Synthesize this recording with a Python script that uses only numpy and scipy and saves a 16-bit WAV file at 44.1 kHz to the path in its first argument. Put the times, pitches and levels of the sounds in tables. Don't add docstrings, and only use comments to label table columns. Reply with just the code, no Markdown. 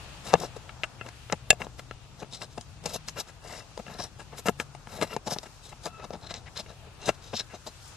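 import sys
import numpy as np
from scipy import signal
from scipy.fft import rfft, irfft, next_fast_len
from scipy.io import wavfile
from scipy.ndimage import uniform_filter1d

SR = 44100
rng = np.random.default_rng(int(sys.argv[2]) if len(sys.argv) > 2 else 0)


def boost_factor(decibels):
    exponent = np.asarray(decibels, float) / 20
    return 10 ** exponent


def materialize(psi):
    bounded = np.clip(np.atleast_2d(psi).T, -1, 1)
    quanta = np.round(bounded * 32767).astype(np.int16)
    wavfile.write(sys.argv[1], SR, quanta)


N = 351036


def curve(rows, column):
    return np.interp(np.arange(N) / SR, [r[0] for r in rows], [r[column] for r in rows])


def on_log(rows, hz):
    return np.interp(np.log(hz), np.log([r[0] for r in rows]), [r[1] for r in rows])


def walk(rate):
    hold_ms = int(1000 / rate)
    steps = np.repeat(rng.standard_normal(8000 // hold_ms + 2), hold_ms)
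    smooth = uniform_filter1d(uniform_filter1d(steps, hold_ms), hold_ms)
    return 1.3 * np.interp(np.arange(N) * 1000 / SR, np.arange(len(steps)), smooth)


# pitch_hz, level_db (per Hz)
STREET = [(15, -40.5), (25, -4.5), (129, -3), (213, -16.5), (554, -20), (868, -17.5), (1020, -20),
          (1330, -18.5), (2080, -25), (2710, -21), (2940, -23.5), (6850, -26.5), (14000, -41.5)]
STREET_DB = -49.5
# time_s, rumble_db, hiss_db
SWELL = [
    (0, 3.5, 5),
    (.5, 3.5, 3),
    (1.5, 1, -1.5),
    (4.5, 0.5, -1.5),
    (7, 2, -1.2),
    (7.6, 0.5, 0),
    (7.96, 1, 4.5),
]
# pitch_hz, likeness (0 to 1)
ALIKE = [(60, 1), (290, 0.29), (640, 0.81), (1400, 0.51), (3100, 0.05), (7000, 0.022)]
# pitch_hz, left_minus_right_db
STREET_LEFT = [(60, 6), (300, 4.5), (700, 5), (2400, 4), (4400, 4), (8100, 0.5), (14900, 1)]


def street():
    rumble_db, hiss_db = curve(SWELL, 1), curve(SWELL, 2)
    length = next_fast_len(N)
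    f = np.fft.rfftfreq(length, 1 / SR)[1:]
    alike = np.clip(on_log(ALIKE, f), 0, 1)
    mid, side = (rfft(rng.standard_normal(length))[1:] for _ in range(2))
    both = np.array([np.sqrt(1 + alike) * mid + sign * np.sqrt(1 - alike) * side for sign in (1, -1)])
    both *= boost_factor(on_log(STREET, f) + np.array([[.5], [-.5]]) * on_log(STREET_LEFT, f))
    out = 0
    for hz in 22 * 2. ** np.arange(10):
        share = np.clip(1 - np.abs(np.log2(f / hz)), 0, 1)
        band = irfft(np.pad(both * share, ((0, 0), (1, 0))), length)[:, :N]
        swell_db = rumble_db if hz < 1000 else hiss_db
        out = out + band * boost_factor(swell_db + 2.2 * walk(4.3))
    return out * boost_factor(STREET_DB) / out.mean(axis=0).std()


def tone(rows, orders_db, wobble, flutter_db, rate):
    phase = 2 * np.pi * np.cumsum(curve(rows, 1) * (1 + wobble * walk(rate))) / SR
    wave = sum(boost_factor(db) * np.sin((k + 1) * phase) for k, db in enumerate(orders_db))
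    first, last = rows[0][0], rows[-1][0]
    inside = np.interp(np.arange(N) / SR, [first - .01, first, last, last + 0.012], [0, 1, 1, 0])
    level_db = curve(rows, 2) + flutter_db * walk(rate) + np.array([[3], [-3]])
    return np.sqrt(2) * wave * inside * boost_factor(level_db)


# time_s, pitch_hz, level_db
ENGINE = [
    (0, 117.8, -62),
    (1.7, 123, -54.5),
    (2.3, 140.9, -62.5),
    (2.8, 151.2, -55),
    (3.55, 158.6, -66),
    (3.75, 128, -66.5),
    (4.6, 142.9, -54.5),
    (5.2, 122.6, -73),
    (7.96, 108.3, -64),
]


def far_engine():
    return tone(ENGINE, [0, -16], wobble=0.00866, flutter_db=1.5, rate=3.2)


# time_s, pitch_hz, level_db
SQUEAK = [
    (5.865, 1330, -66),
    (5.89, 1325, -57),
    (5.95, 1318, -52.5),
    (6.03, 1310, -55),
    (6.07, 1320, -68),
    (6.12, 1330, -64),
    (6.17, 1330, -79),
]


def thread_squeak():
    return tone(SQUEAK, [0, -7, -24], wobble=.016, flutter_db=4, rate=200)


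def mode(x, hz, t60):
    r, w = np.exp(-np.log(1000) / (t60 * SR)), 2 * np.pi * hz / SR
    gain = np.sqrt(2 * (1 - r * r)) * np.sin(w)
    return signal.lfilter([gain], [1, -2 * r * np.cos(w), r * r], x)


def ports(ring, left_db):
    left_db = left_db + 1.1 * rng.standard_normal()
    left = boost_factor(left_db / 2) * np.roll(ring, rng.integers(0, 3))
    return np.array([left, boost_factor(-left_db / 2) * ring])


def knock(modes, hits):
    out, force, start = np.zeros((2, N)), np.zeros(8000), int(hits[0][0] * SR) - 10
    for s, db in hits:
        force[int(s * SR) - start] = boost_factor(db + 24.0)
    force = uniform_filter1d(force, size=3)
    rings = []
    for k, (hz, db, t60) in enumerate(modes):
        ring = (-1) ** k * boost_factor(db) * mode(force, hz, t60)
        rings.append(ports(ring, 7 - hz / 2500))
    out[:, start:start + len(force)] = sum(rings)
    return out


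# pitch_hz, level_db, ring_s (fall of 60 dB)
THUD = [(171, -10.5, 0.078), (483, 0.5, 0.015), (586, 3, 0.01), (956, -4.5, 0.004), (1725, -15.5, .03),
        (2660, -18.5, 0.016), (3550, -18, 0.0073), (6030, -16.5, 0.00097)]
# start_s, level_db
THUD_BLOWS = [
    (0.3331, -23.5),
    (0.3383, -9.5),
    (0.3408, -17),
]


def knuckle_thud():
    return knock(THUD, THUD_BLOWS)


# pitch_hz, level_db, ring_s (fall of 60 dB)
SHAFT = [(603, -1.5, 0.047), (787, -15, 0.021), (1705, -5, 0.037), (2170, -10.5, 0.027), (2553, -2, 0.054),
         (2724, -1.5, 0.027), (3530, -3, 0.013), (4670, -8, 0.0048), (7070, 0.5, 0.02), (7770, -7, 0.011),
         (9300, -3.5, 0.0018), (11900, -20, 0.0099)]
# start_s, level_db
SHAFT_BLOWS = [
    (1.5023, -36),
    (1.5047, -12.5),
    (1.5057, -18.5),
    (1.5072, -18),
]


def shaft_knock():
    return knock(SHAFT, SHAFT_BLOWS)


APART = 0.28


def shares(db, bright_db, bracket_db):
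    return db - max(bright_db, 0), db + bracket_db - APART * max(bright_db, 0), db + min(bright_db, 0)


# peak_s, length_ms, level_db, bright_db
TIP_DRAGS = [
    (0.838, 14, -46.5, 0),
    (1.327, 9.1, -51.5, -12),
    (6.468, 29, -58, 4),
    (7.51, 35, -63, -6),
]
# peak_s, length_ms, level_db, bright_db
TOOL_DRAGS = [(0.056, 150, -62, -16), (0.268, 59, -44.5, 0), (1.086, 10, -45.5, -9), (2.2, 36, -52, 1.5),
              (3.084, 19, -39.5, 12), (3.464, 100, -53, 0.5), (3.577, 74, -50.5, 1.5),
              (3.899, 36, -47, -12), (3.999, 36, -40.5, -3), (4.035, 45, -47, 2), (4.2, 36, -48.5, -6.5),
              (4.332, 43, -51.5, -14.5), (4.603, 32, -42, -3), (4.92, 120, -52, 0), (5.022, 35, -32, -5),
              (5.075, 41, -54.5, 0.5), (6.345, 28, -47, 2), (7.035, 97, -50, 1)]
# peak_s, length_ms, level_db, bright_db
TOOL_STRAINS = [(1.618, 25, -37.5, -10), (1.796, 20, -48, -2), (2.909, 42, -42.5, 4.5),
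                (3.183, 28, -41.5, -6.5), (3.294, 41, -53.5, 3), (3.54, 86, -50, 0), (3.883, 23, -52.5, -6),
                (3.941, 100, -50.5, -3.5), (4.394, 31, -44, 7.5), (4.472, 18.4, -32, -5),
                (5.125, 42, -44.5, -3.5), (5.467, 20, -46.5, -7), (5.729, 15, -46, -11.5),
                (6.01, 46, -54.5, -6), (6.312, 28, -40.5, 4.5), (7.093, 29.6, -27, -8.5),
                (0.322, 71, -42, -10)]
# peak_s, length_ms, level_db, bright_db
FINGER_DRAGS = [(0.397, 100, -46, -3.5), (0.565, 15, -47.5, -4), (1.327, 20, -30.5, -25),
                (2.339, 59, -44.5, 9), (2.42, 35.7, -42, -1), (2.579, 14, -39, -16),
                (2.843, 28, -47.5, -19), (2.861, 22.5, -32, -7.5), (4.488, 15, -29.5, -17),
                (5.138, 22, -43, -3), (5.274, 28, -35.5, -6.5), (5.315, 36.4, -33.5, 5),
                (5.363, 15, -41.5, -14.5), (5.434, 15, -42, -6), (5.687, 29, -51, 11.5),
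                (5.862, 28, -35.5, -2), (6.139, 42, -44, -9), (6.366, 38, -45.5, 9),
                (6.57, 37, -37.5, 11.5), (6.593, 27, -36.5, 6), (6.695, 57, -52.5, -0.5),
                (7.25, 110, -52.5, 8.5), (7.337, 22, -35, -16), (7.398, 25, -34.5, 8), (7.672, 30, -45, 2),
                (7.064, 28, -40, 10), (7.146, 14, -53, 9)]
# peak_s, length_ms, level_db, bright_db
FINGER_STRAINS = [(0.444, 53, -39, -5), (1.068, 38, -48, -16), (1.645, 38, -45.5, -7.5),
                  (2.23, 16, -37.5, -17), (2.956, 39, -37, 3), (3.205, 33, -37, 8), (3.799, 14, -42.5, -7),
                  (4.988, 60, -43.5, -11), (5.663, 36, -50, 12), (6.047, 28, -44.5, -1),
                  (6.246, 43, -49.5, -3), (6.272, 13, -42.5, 5), (7.382, 59, -34, 31), (7.553, 34, -45, -5),
                  (7.88, 100, -60.5, 10), (5.85, 34, -45.5, 10), (2.53, 39, -56.5, 14),
                  (6.87, 85, -57.5, -18)]
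TIP_DB, TOOL_DB, SKIN_DB = 11.5, -2.5, -10
DRAG_RISE, STRAIN_RISE = 0.32, 0.66


def pressure(part):
    power, t = np.zeros(N), np.arange(-4000, 5000)
    kinds = [(TIP_DRAGS, TIP_DB, DRAG_RISE),
             (TOOL_DRAGS, TOOL_DB, DRAG_RISE), (TOOL_STRAINS, TOOL_DB, STRAIN_RISE),
             (FINGER_DRAGS, SKIN_DB, DRAG_RISE), (FINGER_STRAINS, SKIN_DB, STRAIN_RISE)]
    for rows, bracket_db, rise in kinds:
        for s, ms, db, bright in rows:
            width = np.where(t < 0, rise, 1 - rise) * max(ms, 2) * SR / 1000
            at = int(s * SR) + t
            ok = (at >= 0) & (at < N)
            swell_db = shares(db, bright, bracket_db)[part] - 10 * (t / width) ** 2
            power[at[ok]] += (boost_factor(swell_db) ** 2)[ok]
    return np.sqrt(power)


def grit(share, scatter_db, judder_db):
    slips = (rng.random(N) < share) * rng.standard_normal(N)
    x = slips * boost_factor(scatter_db * rng.exponential(size=N) + judder_db * walk(250))
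    return x / x.std()


# start_s, level_db, bright_db
TIP_TAPS = [
    (0.691, -36.5, -11),
    (0.833, -25.5, -5),
    (1.01, -33.5, -18),
    (2.416, -42.5, 2),
]
# start_s, level_db, bright_db
HEAD_TAPS = [(1.062, -40, -2), (1.086, -36.5, 1), (1.297, -33, -11), (1.323, -17, -2.5), (1.616, -29, -11),
             (1.792, -36, 0.5), (1.909, -31, -10), (2.244, -44, -21), (2.952, -37, 0.5), (3.864, -38, -16),
             (3.878, -33.5, -17.5), (4.202, -42, -12), (4.483, -17.5, -6), (4.598, -18.5, -9),
             (5.012, -25.5, 0), (5.023, -21.5, -5), (6.66, -42, -12), (7.335, -30.5, -14), (3.167, -40, -2),
             (5.996, -45, 3), ]
# start_s, level_db, bright_db
FINGER_TAPS = [(7.089, -13, -10.5), (0.351, -13, -37), (1.527, -21.5, -14), (1.666, -29.5, -25),
               (2.577, -33.5, -1), (2.609, -33, 13), (2.838, -37.5, -4), (2.857, -20, 7), (3.083, -26, 17),
               (3.2, -24.5, 15), (3.774, -25.5, -12), (3.796, -32, -23), (3.986, -32, -10.5),
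               (4.456, -22.5, -15), (4.748, -30, -16), (4.87, -26.5, -26), (5.272, -26.5, 21),
               (5.384, -24.5, -1), (5.43, -37.5, -14), (5.858, -35, -16), (6.104, -30.5, -9),
               (6.132, -34.5, -1.5), (6.339, -24, 15), (5.163, -15, -18), (7.671, -31, -6)]
HEAD_DB, NAIL_DB = 4, -13
STEEL_RING_HZ, SKIN_RING_HZ = 4000, 5730


def taps():
    kinds = [(TIP_TAPS, TIP_DB, STEEL_RING_HZ), (HEAD_TAPS, HEAD_DB, STEEL_RING_HZ),
             (FINGER_TAPS, NAIL_DB, SKIN_RING_HZ)]
    return [(s, *shares(db, bright, bracket_db), hz)
            for rows, bracket_db, hz in kinds for s, db, bright in rows]


def tap_chatter():
    shape = (len(taps()), 600)
    chatter = (rng.random(shape) < .12) * rng.standard_normal(shape)
    chatter[:, 0] = 0.81
    chatter *= np.exp(-np.arange(600) / (1.8 * SR / 1000))
    return chatter / np.sqrt(np.sum(chatter ** 2, axis=1, keepdims=True))


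def blows(part, colour_db, chatter):
    force, t = np.zeros(N + 600), np.arange(600)
    delay_s = .0017
    for (s, *db, _), c, rattle in zip(taps(), colour_db, chatter):
        force[int((s + delay_s) * SR) + t] += boost_factor(db[part] + c) * rattle
    return force[:N]


# pitch_hz, level_db, ring_s (fall of 60 dB)
PANEL = [(185.8, -14.5, 0.071), (229.5, -2, 0.055), (362, -25, 0.031), (417, -8, 0.036), (524, -0.5, 0.014),
         (635, 2.5, 0.025), (705.6, -3.5, 0.05), (831, -0.5, 0.033), (950, -4, 0.0065)]
# pitch_hz, level_db, ring_s
BRACKET = [(1095, -14.5, 0.019), (1360, -2, 0.027), (1663, -1.5, 0.013), (2090, -2, 0.0078),
           (2516, -6.5, 0.0088), (2746, 1, .024), (3095, -10.5, 0.0057)]
# pitch_hz, level_db, ring_s
SCREW = [(3815, -3.5, 0.039), (4100, -1, 0.019), (4860, -6.5, .007), (5606, 2, 0.0048), (6090, -5.5, 0.007),
         (6790, -4, 0.0031), (7870, -2, 0.002), (9010, -7.5, 0.0034), (11550, -8.5, 0.0023)]
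LEFT_DB = [
    6,
    7,
    5.5,
]
TAP_DB = [
    13.5,
    13.5,
    15,
]
# low_hz, high_hz
REACH_HZ = [
    (90, 3700),
    (650, 2800),
    (2800, 12500),
]
# time_s, highest_rings_db
PINCH = [(0, 1.5), (1.3, 4), (2.5, -1.5), (3.1, 2), (4, 1), (4.5, 7.5), (5.2, -0.5), (5.6, 1.5), (6.3, -15),
         (6.7, -11.5), (7.1, -2), (7.4, -13), (7.96, 15.5)]


def handling():
    out, chatter = np.zeros((2, N)), tap_chatter()
    tap_hz, pinch = np.array(taps())[:, -1], curve(PINCH, 1)
    for part, modes in enumerate([PANEL, BRACKET, SCREW]):
        is_screw = part == 2
        rub = pressure(part) * grit(share=.4, scatter_db=1.91, judder_db=2.8)
        total = np.sqrt(sum(boost_factor(db) ** 2 for _, db, _ in modes))
        colours = rng.standard_normal((len(taps()), len(modes)))
        body = np.zeros((2, N))
        for (hz, db, t60), colour in zip(modes, colours.T):
            colour_db = 2 * colour - 8 * is_screw * np.abs(np.log2(hz / tap_hz))
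            rub_force = rub * boost_factor(3 * walk(12))
            tap_force = boost_factor(TAP_DB[part]) * blows(part, colour_db, chatter)
            ring = mode(rub_force + tap_force, hz, t60)
            body += ports(ring * boost_factor(db) / total, LEFT_DB[part])
        if is_screw:
            treble = signal.butter(3, 6400, "highpass", fs=SR, output="sos")
            body += (boost_factor(pinch) - 1) * signal.sosfiltfilt(treble, body)
        reach = signal.butter(3, REACH_HZ[part], "bandpass", fs=SR, output="sos")
        out += signal.sosfilt(reach, body)
    return out


def footwell(x):
    out, middle = x.copy(), x.mean(axis=0)
    for ms, db in [(2.3, -25), (4.1, -18), (6.7, -18)]:
        sides = [np.roll(middle, int((ms + late_ms) * SR / 1000)) * g for late_ms, g in [(0, 2.03), (.37, 0.27)]]
        out += boost_factor(db) * np.array(sides)
    return out


def scene():
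    close = footwell(handling() + shaft_knock() + knuckle_thud())
    return close + thread_squeak() + far_engine() + street()


# pitch_hz, step_db
COARSE = [(1000, -20), (2000, -10), (6000, -9), (8500, -1), (10500, 7), (13000, 11), (14500, 18)]


def gate(x, spread_db):
    hop, start, width = 1024, 769 - 1024, 32
    n = np.arange(2 * hop) + .5
    waves = np.cos(np.pi / hop * np.outer(np.arange(hop) + .5, n + hop / 2))
    basis = np.sqrt(2 / hop) * np.sin(np.pi * n / (2 * hop)) * waves
    blocks = np.pad(x, ((0, 0), (hop - start, 2 * hop - (N - start) % hop))).reshape(2, -1, hop)
    pairs = np.concatenate([blocks[:, :-1], blocks[:, 1:]], axis=2)
    lines = (pairs @ basis.T).reshape(2, -1, hop // width, width)
    hz = (np.arange(hop // width) + .5) * width * SR / (2 * hop)
    level = np.sqrt(np.mean(lines ** 2, axis=3)) + 1e-9
    quiet = np.minimum(level, 2 * np.median(level, axis=1, keepdims=True))
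    step_db = on_log(COARSE, hz) + spread_db * rng.standard_normal(level.shape[1:])
    step = (quiet * boost_factor(step_db))[..., None]
    halves = (np.round(lines / step) * step).reshape(2, -1, hop) @ basis
    return (halves[:, 1:, :hop] + halves[:, :-1, hop:]).reshape(2, -1)[:, -start:N - start]


def low_pass(x):
    return signal.sosfilt(signal.butter(12, 15540, fs=SR, output="sos"), x)


def record(dry):
    dry = signal.sosfilt(signal.butter(2, 28, "highpass", fs=SR, output="sos"), dry)
    overloaded = np.clip(dry, -.93, .93)
    cut = signal.sosfilt(signal.ellip(8, .3, 60, 14400, fs=SR, output="sos"), overloaded)
    mix = gate(cut, spread_db=9.5)
    return low_pass(mix)


dry = scene()
out = record(dry)
materialize(out)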